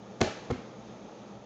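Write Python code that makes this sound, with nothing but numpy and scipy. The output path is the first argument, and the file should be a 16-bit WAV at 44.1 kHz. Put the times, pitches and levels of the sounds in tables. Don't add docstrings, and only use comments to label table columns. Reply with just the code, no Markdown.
import sys
import numpy as np
from scipy import signal
from scipy.fft import rfft, irfft
from scipy.io import wavfile

SR = 44100
rng = np.random.default_rng(int(sys.argv[2]) if len(sys.argv) > 2 else 0)


def wav_record(signal):
    frames = np.transpose(np.atleast_2d(signal))
    bounded = np.clip(frames, -1, 1)
    quanta = np.round(bounded * 32767).astype(np.int16)
    wavfile.write(sys.argv[1], SR, quanta)


def gain_from_db(level_db):
    decades = np.asarray(level_db, float) / 20
    return 10 ** decades


N = 63945

# pitch_hz, level_db (per Hz)
FAN_SPECTRUM = [(24, -43.5), (40, -16), (65, -14), (86, -35), (106, -13.5), (161, -10.5), (204, 1.5),
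                (238, -11), (271, -7.5), (359, -7.5), (392, -9), (519, -6), (579, -10), (838, -12.5),
                (975, -18.5), (1270, -18.5), (1540, -26.5), (6460, -32.5), (7200, -40), (9360, -46),
                (15800, -120)]
# time_s, level_db
FAN_LEVEL = [(0, -49), (.45, -47), (.8, -46.5), (1.1, -46), (1.45, -46.5)]
# pitch_hz, level_db
HUM_TONES = [(59, -12), (85, -19), (119.5, -1)]
# time_s, level_db
HUM_LEVEL = [(0, -54), (.1, -60.5), (.18, -58.5), (.37, -62), (.5, -58.5), (.66, -62), (.75, -59.5),
             (.95, -57), (1.05, -63.5), (1.28, -68), (1.35, -51.5), (1.45, -67.5)]
# start_s, length_s, level_db, dull_above_hz
CRACKS = [(0.2057, .005, -32.5, 8040), (0.2123, .0042, -17.5, 9000), (0.215, 0.0056, -29, 5000),
          (0.5025, 0.0062, -39.5, 6000), (0.5088, 0.0064, -34, 5000)]
# start_s, level_db
TICKS = [(.798, -60), (.9265, -57), (.982, -57)]
# pitch_hz, level_db
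CRACK_COLOUR = [(500, -1), (1200, 4), (2000, 2.5), (3000, -3.5), (4500, -1.5), (6800, -3), (9000, -3),
                (15000, 20)]
# pitch_hz, blade_level_db, meat_level_db, t60_s
BOARD_MODES = [(172, -53, -23.5, 0.021), (248, -28.5, -33.5, 0.24), (263.4, -14.5, -10, 0.088),
               (361.7, -12.5, -16, 0.093), (433, -14.5, -30, 0.04), (469, -12, -11, 0.048),
               (685, -6, -19.5, 0.034), (770, -14, -9.5, 0.028), (1034, -25, -19, 0.027),
               (1330, -24.5, -8.5, 0.013), (1490, -18.5, -44, 0.055), (1850, -26.5, -22, 0.018),
               (2096, -26, -15.5, 0.038)]
# start_s, force_db, contact_s
BLADE_PUSHES = [(.2064, -24.5, .0007), (.2106, -18.5, 0.00094), (.2143, -14, 0.00053),
                (.2159, -8.5, 0.0012), (.2237, -14.5, 0.00064), (.2322, -22, 0.0019), (.2372, -19, 0.0013)]
# start_s, force_db, contact_s
MEAT_PUSHES = [(.5014, -24, .0006), (.5031, -16.5, 0.00071), (.5094, -17, 0.00093), (.5116, -19.5, 0.00054),
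               (0.516, -15.5, 0.003), (0.5183, -10.5, 0.0027), (0.5263, -20, 0.0023),
               (.5500, -26.5, 0.0034), (.5790, -31.5, 0.0026)]
# start_s, force_db
COUNTER_THUMPS = [(0.207, -19.5), (0.501, -26)]
# pitch_hz, t60_s
ROOM_T60 = [(60, 1), (250, 0.18), (700, 0.59), (2000, 0.69), (5000, 0.66), (9000, 0.29)]
# pitch_hz, level_db
ROOM_GAIN = [(60, -58.5), (250, -42), (700, -42.5), (2000, -36.5), (5000, -33), (9000, -44)]
# pitch_hz, level_db, t60_s
BLADE_MODES = [(443, -4.5, .04), (603, 4, 0.058), (805, 0.5, 0.047), (1330, -7.5, 0.088),
               (1616, -9.5, 0.057)]
# pitch_hz, level_db
MIC_RESPONSE = [(4000, 0), (4900, -4), (6500, 2.5), (7100, -1.5), (7800, -13.5), (8800, -22), (10500, -38),
                (13000, -54), (14300, -55), (15200, -50)]


def rms_one(x):
    return x / np.sqrt(np.mean(x ** 2) + 1e-20)


def at_hz(points, hz):
    table_hz, values = np.transpose(points)
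    return np.interp(np.log(np.maximum(hz, 1)), np.log(table_hz), values)


def drift(rate_hz):
    pole = np.exp(-80 * np.pi * rate_hz / SR)
    noise = rng.standard_normal(N // 40 + 4002)
    slow = signal.lfilter([1], [1, -2 * pole, pole * pole], noise)[4000:]
    return np.interp(np.arange(N) / 40, np.arange(len(slow)), rms_one(slow - slow.mean()))


def bands(count):
    hz = np.fft.rfftfreq(N, 1 / SR)
    centres = np.geomspace(25, 16000, count)
    place = np.interp(np.log(hz + 1), np.log(centres), np.arange(count))
    distance = abs(place - np.arange(count)[:, None])
    return centres, np.cos(np.pi / 2 * np.clip(distance, 0, 1))


def coloured(x, db):
    cepstrum = irfft(db * np.log(10) / 20, N)
    cepstrum[1:N // 2 + 1] *= 2
    cepstrum[N // 2 + 1:] = 0
    return irfft(rfft(x) * np.exp(rfft(cepstrum)), N)


def ring(x, hz, t60):
    r, w = gain_from_db(-60 / (t60 * SR)), 2 * np.pi * hz / SR
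    return signal.lfilter([0, np.sin(w)], [1, -2 * r * np.cos(w), r * r], x + 1e-18)


def fan_air(hum_db):
    swell_db, flicker_db, rumble_below_hz = 1, 0.5, 130
    t, air, swell = np.arange(N) / SR, 0, drift(1.5)
    spectrum = gain_from_db(at_hz(FAN_SPECTRUM, np.fft.rfftfreq(N, 1 / SR)))
    noise = rfft(rng.standard_normal(N)) * spectrum
    for hz, weight in zip(*bands(count=20)):
        rumble_db = (hum_db - hum_db.mean()) * (hz < rumble_below_hz)
        band_db = swell_db * swell + flicker_db * drift(13.0) + rumble_db
        air = air + irfft(noise * weight, N) * gain_from_db(band_db)
    return gain_from_db(np.interp(t, *np.transpose(FAN_LEVEL))) * rms_one(air)


def duct_drone():
    duct_hz, width_hz, level_db = 203, 16, -57
    t60 = np.log(1000) / np.pi / width_hz
    return gain_from_db(level_db) * rms_one(ring(rng.standard_normal(N), duct_hz, t60))


def motor_hum(hum_db):
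    waver_db = 1.5
    t, hum = np.arange(N) / SR, 0
    for hz, db in HUM_TONES:
        level = gain_from_db(db + waver_db * drift(2.2))
        tone = np.sqrt(2) * np.sin(2 * np.pi * (hz * t + rng.random()))
        hum = hum + level * tone
    return hum * gain_from_db(hum_db)


def fan():
    hum_db = np.interp(np.arange(N) / SR, *np.transpose(HUM_LEVEL))
    return fan_air(hum_db) + duct_drone() + motor_hum(hum_db)


def cracks():
    snaps_per_s, snap_spread_db, rise_s, fade_s = 12000, 2.0, .0005, .0012
    t, out = np.arange(N) / SR, np.zeros((2, N))
    struck = rng.random(N) < snaps_per_s / SR
    sizes = gain_from_db(snap_spread_db * rng.exponential(1, N))
    snaps = rms_one(struck * sizes * rng.choice([-1, 1], N))
    ticks = [(start, .001, db, 12000) for start, db in TICKS]
    for start, length, db, dull_hz in CRACKS + ticks:
        rise = np.clip((t - start) / rise_s, 0, 1)
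        fade = np.exp(-np.clip(t - start - length, 0, 1) / fade_s)
        shape = gain_from_db(db) * rise * fade
        middle = int((start + length / 2) * SR)
        click = np.sqrt(np.sum(shape ** 2)) * (np.arange(N) == middle)
        out += signal.lfilter(*signal.butter(1, dull_hz, fs=SR), [shape * snaps, click])
    colour = at_hz(CRACK_COLOUR, np.fft.rfftfreq(N, 1 / SR))
    return [coloured(row, colour) for row in out]


def hump(start, db, length):
    phase = np.clip((np.arange(N) / SR - start) / length, 0, 1)
    return gain_from_db(db) * np.sin(np.pi * phase) ** 2 * 2 / (length * SR)


def board():
    spot_spread_db = 1.5
    counter_hz, counter_t60_s, counter_push_s = 92, 0.085, 0.0044
    pushes = BLADE_PUSHES + MEAT_PUSHES
    humps = [hump(*push) for push in pushes]
    by_blade = np.arange(len(pushes)) < len(BLADE_PUSHES)
    spots = rng.standard_normal((len(pushes), len(BOARD_MODES)))
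    weight = sum(hump(start, db, counter_push_s) for start, db in COUNTER_THUMPS)
    out = ring(weight, counter_hz, counter_t60_s)
    for k, (hz, blade_db, meat_db, t60) in enumerate(BOARD_MODES):
        push_db = np.where(by_blade, blade_db, meat_db) + spot_spread_db * spots[:, k]
        out = out + ring(gain_from_db(push_db) @ humps, hz, t60)
    return out


def kitchen(x):
    gap_s, build_s = 0.0098, 0.003
    t, noise, tail = np.arange(N) / SR, rfft(rng.standard_normal(N)), 0
    for hz, weight in zip(*bands(count=14)):
        decay_db = at_hz(ROOM_GAIN, hz) - 60 * t / at_hz(ROOM_T60, hz)
        tail = tail + irfft(noise * weight, N) * gain_from_db(decay_db)
    build = np.clip((t - gap_s) / build_s, 0, 1)
    return signal.fftconvolve(x, tail * build)[:N]


def blade():
    from_s, to_s, level_db, touches_per_s = .243, .288, -37, 600
    t = np.arange(N) / SR
    touches = (rng.random(N) < touches_per_s / SR) * rng.uniform(-1.2, 1, N)
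    touches = touches * (t > from_s) * (t < to_s)
    touches = signal.lfilter([.3], [1, -.7], touches)
    return gain_from_db(level_db) * sum(gain_from_db(db) * ring(touches, hz, t60) for hz, db, t60 in BLADE_MODES)


def scene():
    body = board() + blade()
    crack, click = cracks()
    return (body + crack + kitchen(body + click) + fan())[None]


def roll_off(x):
    return signal.sosfilt(signal.butter(12, 15800, fs=SR, output="sos"), x)


def record(dry):
    bass_cut_hz, hiss_db = 60.7, -101
    x = coloured(dry[0], at_hz(MIC_RESPONSE, np.fft.rfftfreq(N, 1 / SR)))
    x = signal.sosfilt(signal.butter(4, bass_cut_hz, "high", fs=SR, output="sos"), x)
    x = x + gain_from_db(hiss_db) * rng.standard_normal(N)
    return roll_off(x[None])


dry = scene()
out = record(dry)
wav_record(out)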